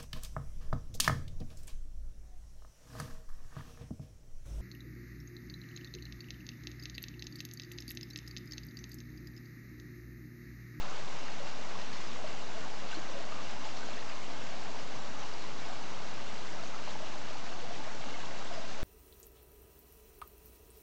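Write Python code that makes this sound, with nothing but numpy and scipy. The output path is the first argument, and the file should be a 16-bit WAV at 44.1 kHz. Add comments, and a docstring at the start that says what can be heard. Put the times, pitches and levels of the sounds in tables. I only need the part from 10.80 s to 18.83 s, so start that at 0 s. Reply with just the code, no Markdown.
"""The steady rush of a small woodland stream, spilling over mossy rocks into a pool: shaped, patchy noise.
Resonant noise rings the hollows between the rocks; swarms of damped sines gurgle and patter on stone.
Single bubbles plop out clearly and one heavy drop smacks a rock.
An unsteady flow drives rush, hollows, gurgle and spray; the rocky bank echoes the drops and bubbles."""
import sys
import numpy as np
from scipy import signal
from scipy.fft import rfft, irfft, next_fast_len
from scipy.io import wavfile
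from scipy.ndimage import uniform_filter1d, map_coordinates

SR = 44100
rng = np.random.default_rng(int(sys.argv[2]) if len(sys.argv) > 2 else 0)


def store_pcm(level_fs):
    """Save levels as 16-bit WAV."""
    pcm = np.round(np.clip(level_fs, -1, 1) * 32767).astype(np.int16)
    wavfile.write(sys.argv[1], SR, np.atleast_2d(pcm).T)


N = 354167  # samples


def amp(db):
    """Decibels to gain."""
    return 10 ** (np.asarray(db) / 20)


def unit(x):
    """Scale to rms 1."""
    return x / np.sqrt(np.mean(x ** 2) + 1e-20)


def along(points, hz):
    """Read (f/Hz, value) points on a log frequency axis."""
    f_hz, value = np.transpose(points)
    return np.interp(np.log(hz + 1), np.log(f_hz + 1), value)


def wobble(knots_per_s):
    """Random curve of rms 1, smooth between its knots."""
    knots = rng.standard_normal(4096)
    position = np.arange(N) * knots_per_s / SR
    return unit(map_coordinates(knots, [position], mode="wrap"))


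def filtered(x, response):
    """Multiply the spectrum of x by a response of frequency."""
    size = next_fast_len(N + SR // 2)
    gain = response(np.fft.rfftfreq(size, 1 / SR))
    return irfft(rfft(x, size) * gain, size)[:N]


def patchy_noise(patchy_db):
    """White noise whose gain varies in small patches of time and frequency."""
    z = signal.stft(rng.standard_normal(N), nperseg=512)[2]
    field = uniform_filter1d(rng.standard_normal(z.shape), size=9, axis=1)  # along time
    field = uniform_filter1d(field, size=6, axis=0)  # along frequency
    return signal.istft(z * amp(patchy_db * unit(field)), nperseg=512)[1][:N]


def bubbles(start_s, hz, db, t60_s, rise, size):
    """Damped sines, size samples long: each swells within a cycle, then rises in pitch nearing the surface."""
    t = np.arange(size) / SR
    start_s, hz, db, t60_s = (np.asarray(c)[:, None] for c in (start_s, hz, db, t60_s))
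    bend = 1 + rise * np.minimum(t / t60_s, 2) / 2  # pitch gains the share rise per t60
    decay = amp(db - 60 * t / t60_s)
    swell = 1 - np.exp(-t * hz)
    ring = decay * swell * np.sin(2 * np.pi * hz * t * bend)
    at = np.round(start_s * SR).astype(int) + np.arange(size)
    return np.bincount(at.ravel(), ring.ravel(), N)[:N]


def swarm(flow_db, pitch_hz, octaves, cycles, scatter_db, rise, count, size):
    """Random bubbles of rms 1, born more densely when the flow surges; small ones ring higher and shorter."""
    when, pitch, strength, life = rng.random((count, 4)).T
    births = np.cumsum(amp(2 * flow_db))
    start_s = np.searchsorted(births, when * births[-1]) / SR
    hz = pitch_hz * 2 ** (octaves * np.arcsin(2 * pitch - 1) * 2 / np.pi)  # +-octaves
    db = -scatter_db * np.log(strength + .02)  # few loud, many faint
    t60_s = cycles * 2 ** (life - .5) / hz
    return unit(bubbles(start_s, hz, db, t60_s, rise, size))


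# Slow easing and recovery of the stream: t/s, flow/dB
FLOW_DRIFT = [(0, -.2), (3.3, -.1), (5.8, -.8), (8, -0.18)]
# Water gathers behind the rocks, then slops over: t/s (crest), extra flow/dB, length/s
FLOW_SURGES = [(.69, 1.8, .08), (.93, 2.1, .16), (1.17, 2.5, .13), (1.54, 1.61, .1), (1.89, 1.5, .1),
               (2.13, 4.5, .12), (2.52, 2.9, .08), (2.85, 2.5, .09), (3.04, 2.6, .08), (4.4, 1.9, .09),
               (6.09, 2.5, .07), (6.46, 2, .07), (6.96, 1.59, .1), (7.77, 2, .08)]
EBB_SHARE, EBB_LEAD = .35, .9  # lull before a surge: depth / surge size, lead / surge length
FLUTTER_DB, FLUTTER_PER_S = 0.73, 16  # restless flicker of the falling sheet: rms, knot rate


def flow_of_water():
    """Flow in dB: a slow drift, a random flutter, and surges that each follow a short lull."""
    t = np.arange(N) / SR
    flow_db = np.interp(t, *np.transpose(FLOW_DRIFT)) + FLUTTER_DB * wobble(FLUTTER_PER_S)
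    for crest_s, extra_db, length_s in FLOW_SURGES:
        u = (t - crest_s) / length_s
        surge = np.exp(-(2 * u) ** 2)
        lull = np.exp(-(2 * (u + EBB_LEAD)) ** 2)
        flow_db += extra_db * (surge - EBB_SHARE * lull)
    return flow_db


# Spectrum of the merged cascade: f/Hz, relative level/dB
RUSH_SPECTRUM = [(20, -24), (45, -13.5), (90, -1), (220, 2), (360, -1), (490, -2), (750, -1), (1200, -2),
                 (1780, -8.5), (3100, -11.5), (3700, -9), (5000, -11.5), (6200, -12.5), (8000, -17.5)]


def rush(flow_db):
    """Bubbles too many to tell apart merge into shaped noise."""
    water = filtered(patchy_noise(patchy_db=0.7), lambda hz: amp(along(RUSH_SPECTRUM, hz)))
    return amp(-46.5 + 0.098 * flow_db) * unit(water)


# Cavities between the rocks: f/Hz, width/Hz, relative level/dB
ROCK_HOLLOWS = [(93, 27, -2), (192, 17, -1), (280, 52, -4.5), (434, 28, 0), (552.6, 34, -1.5),
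                (630, 40, -1.5), (672, 62, -1), (849, 60, -1), (1080, 140, -9.5), (1580, 110, -4),
                (1964, 110, -8.5), (2224, 220, -8.5), (2790, 230, -5.5)]


def hollows(flow_db):
    """Churning water rings each cavity between the rocks with its own unsteady strength."""
    sound = np.zeros(N)
    for hz, width_hz, db in ROCK_HOLLOWS:
        churn = rng.standard_normal(N) * amp(db + 0.11 * flow_db + 1.6 * wobble(18))
        b, a = signal.iirpeak(hz, hz / width_hz, SR)
        sound += signal.lfilter(b, a, churn)
    return amp(-51.5) * unit(sound)


def gurgle(flow_db):
    """The falling water drives air into the pool in quick gulps, which ring as bubbles."""
    gulps_db = .45 * flow_db + 1.7 * wobble(30)
    bubbling = swarm(gulps_db, pitch_hz=1022.4, octaves=1.15, cycles=22.0, scatter_db=3.0,
                     rise=.13, count=1200, size=2400)
    return amp(-54.5) * bubbling


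def spray(flow_db):
    """Drops break on the stones in little bursts: sharp ticks and tiny ringing bubbles."""
    bursts_db = flow_db + 1.9 * wobble(30)
    ticks = swarm(bursts_db, pitch_hz=4250, octaves=1.8, cycles=5, scatter_db=2.5,
                  rise=0, count=3000, size=300)
    fizz = swarm(bursts_db, pitch_hz=3690, octaves=1.402, cycles=41, scatter_db=2.0,
                 rise=0.072, count=4000, size=700)
    return amp(-61.0) * ticks + amp(-56.5) * fizz


# Single clear bubbles: t/s, f/Hz, level/dB
CLEAR_BUBBLES = [(.081, 1460, -38.5), (.600, 560, -34.5), (.652, 604, -39), (.670, 2730, -40),
                 (.953, 1091, -35.5), (1.441, 614, -31.5), (2.114, 2760, -35.5), (2.13, 1530, -31.5),
                 (2.149, 4230, -38), (2.170, 327, -34), (2.352, 539, -31), (2.402, 656, -37.5),
                 (2.521, 1185, -35), (2.853, 855, -35.5), (3.031, 1540, -35.5), (3.292, 4766, -40),
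                 (4.537, 4760, -40), (4.638, 1010, -36), (4.861, 861, -37), (6.155, 845, -35),
                 (6.905, 678, -34), (7.342, 2150, -37), (7.711, 675, -34), (7.775, 648, -32.5)]
PLOP_T60_S, PLOP_HZ, RING_SHORTENS = .045, 1000, 0.53  # t60 at PLOP_HZ; falls as this power of pitch


def plops():
    """Large or near bubbles stand out of the rush; the bigger, the lower and longer they ring."""
    start_s, hz, db = np.transpose(CLEAR_BUBBLES)
    t60_s = PLOP_T60_S * (PLOP_HZ / hz) ** RING_SHORTENS
    return bubbles(start_s, hz, db, t60_s, rise=0.072, size=8000)


# One heavy drop on a rock: t/s, f/Hz, level/dB, t60/s
HEAVY_DROP = (6.0762, 890, -19.5, .007)


def smack():
    """A drop that lands on stone traps no air and barely rings."""
    return bubbles(*np.transpose([HEAVY_DROP]), rise=0, size=1000)


# Echo decay of the rocky bank: f/Hz, t60/s
BANK_DECAY = [(200, 0.6), (1500, 0.14), (8000, 0.22)]


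def bank(x):
    """Rocks and trunks scatter a short, diffuse echo: noise decaying at a rate set by frequency."""
    hz, t, z = signal.stft(rng.standard_normal(SR // 3), SR, nperseg=256)
    decay = amp(-60 * t / along(BANK_DECAY, hz)[:, None])
    tail = signal.istft(z * decay, SR, nperseg=256)[1]
    return signal.fftconvolve(x, tail / np.linalg.norm(tail))[:N]


def scene():
    """One unsteady flow drives rush, hollows, gurgle and spray; plops and smack keep their own times."""
    flow_db = flow_of_water()
    drops = gurgle(flow_db) + spray(flow_db) + plops() + smack()
    mix = rush(flow_db) + hollows(flow_db) + drops + amp(-8.5) * bank(drops)
    return mix[None]


# Microphone treble response: f/Hz, gain/dB
MICROPHONE_RESPONSE = [(6300, 0.5), (7200, -1), (7900, -5), (8400, -13.5), (8900, -28)]
TOP_HZ = 8900  # nothing passes from here up


def record(dry):
    """The microphone rolls off the treble and rests on a small constant offset."""
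    offset = -.0514  # of full scale
    heard = filtered(dry[0], lambda hz: amp(along(MICROPHONE_RESPONSE, hz)) * (hz < TOP_HZ))
    return heard[None] + offset


dry = scene()
out = record(dry)
store_pcm(out)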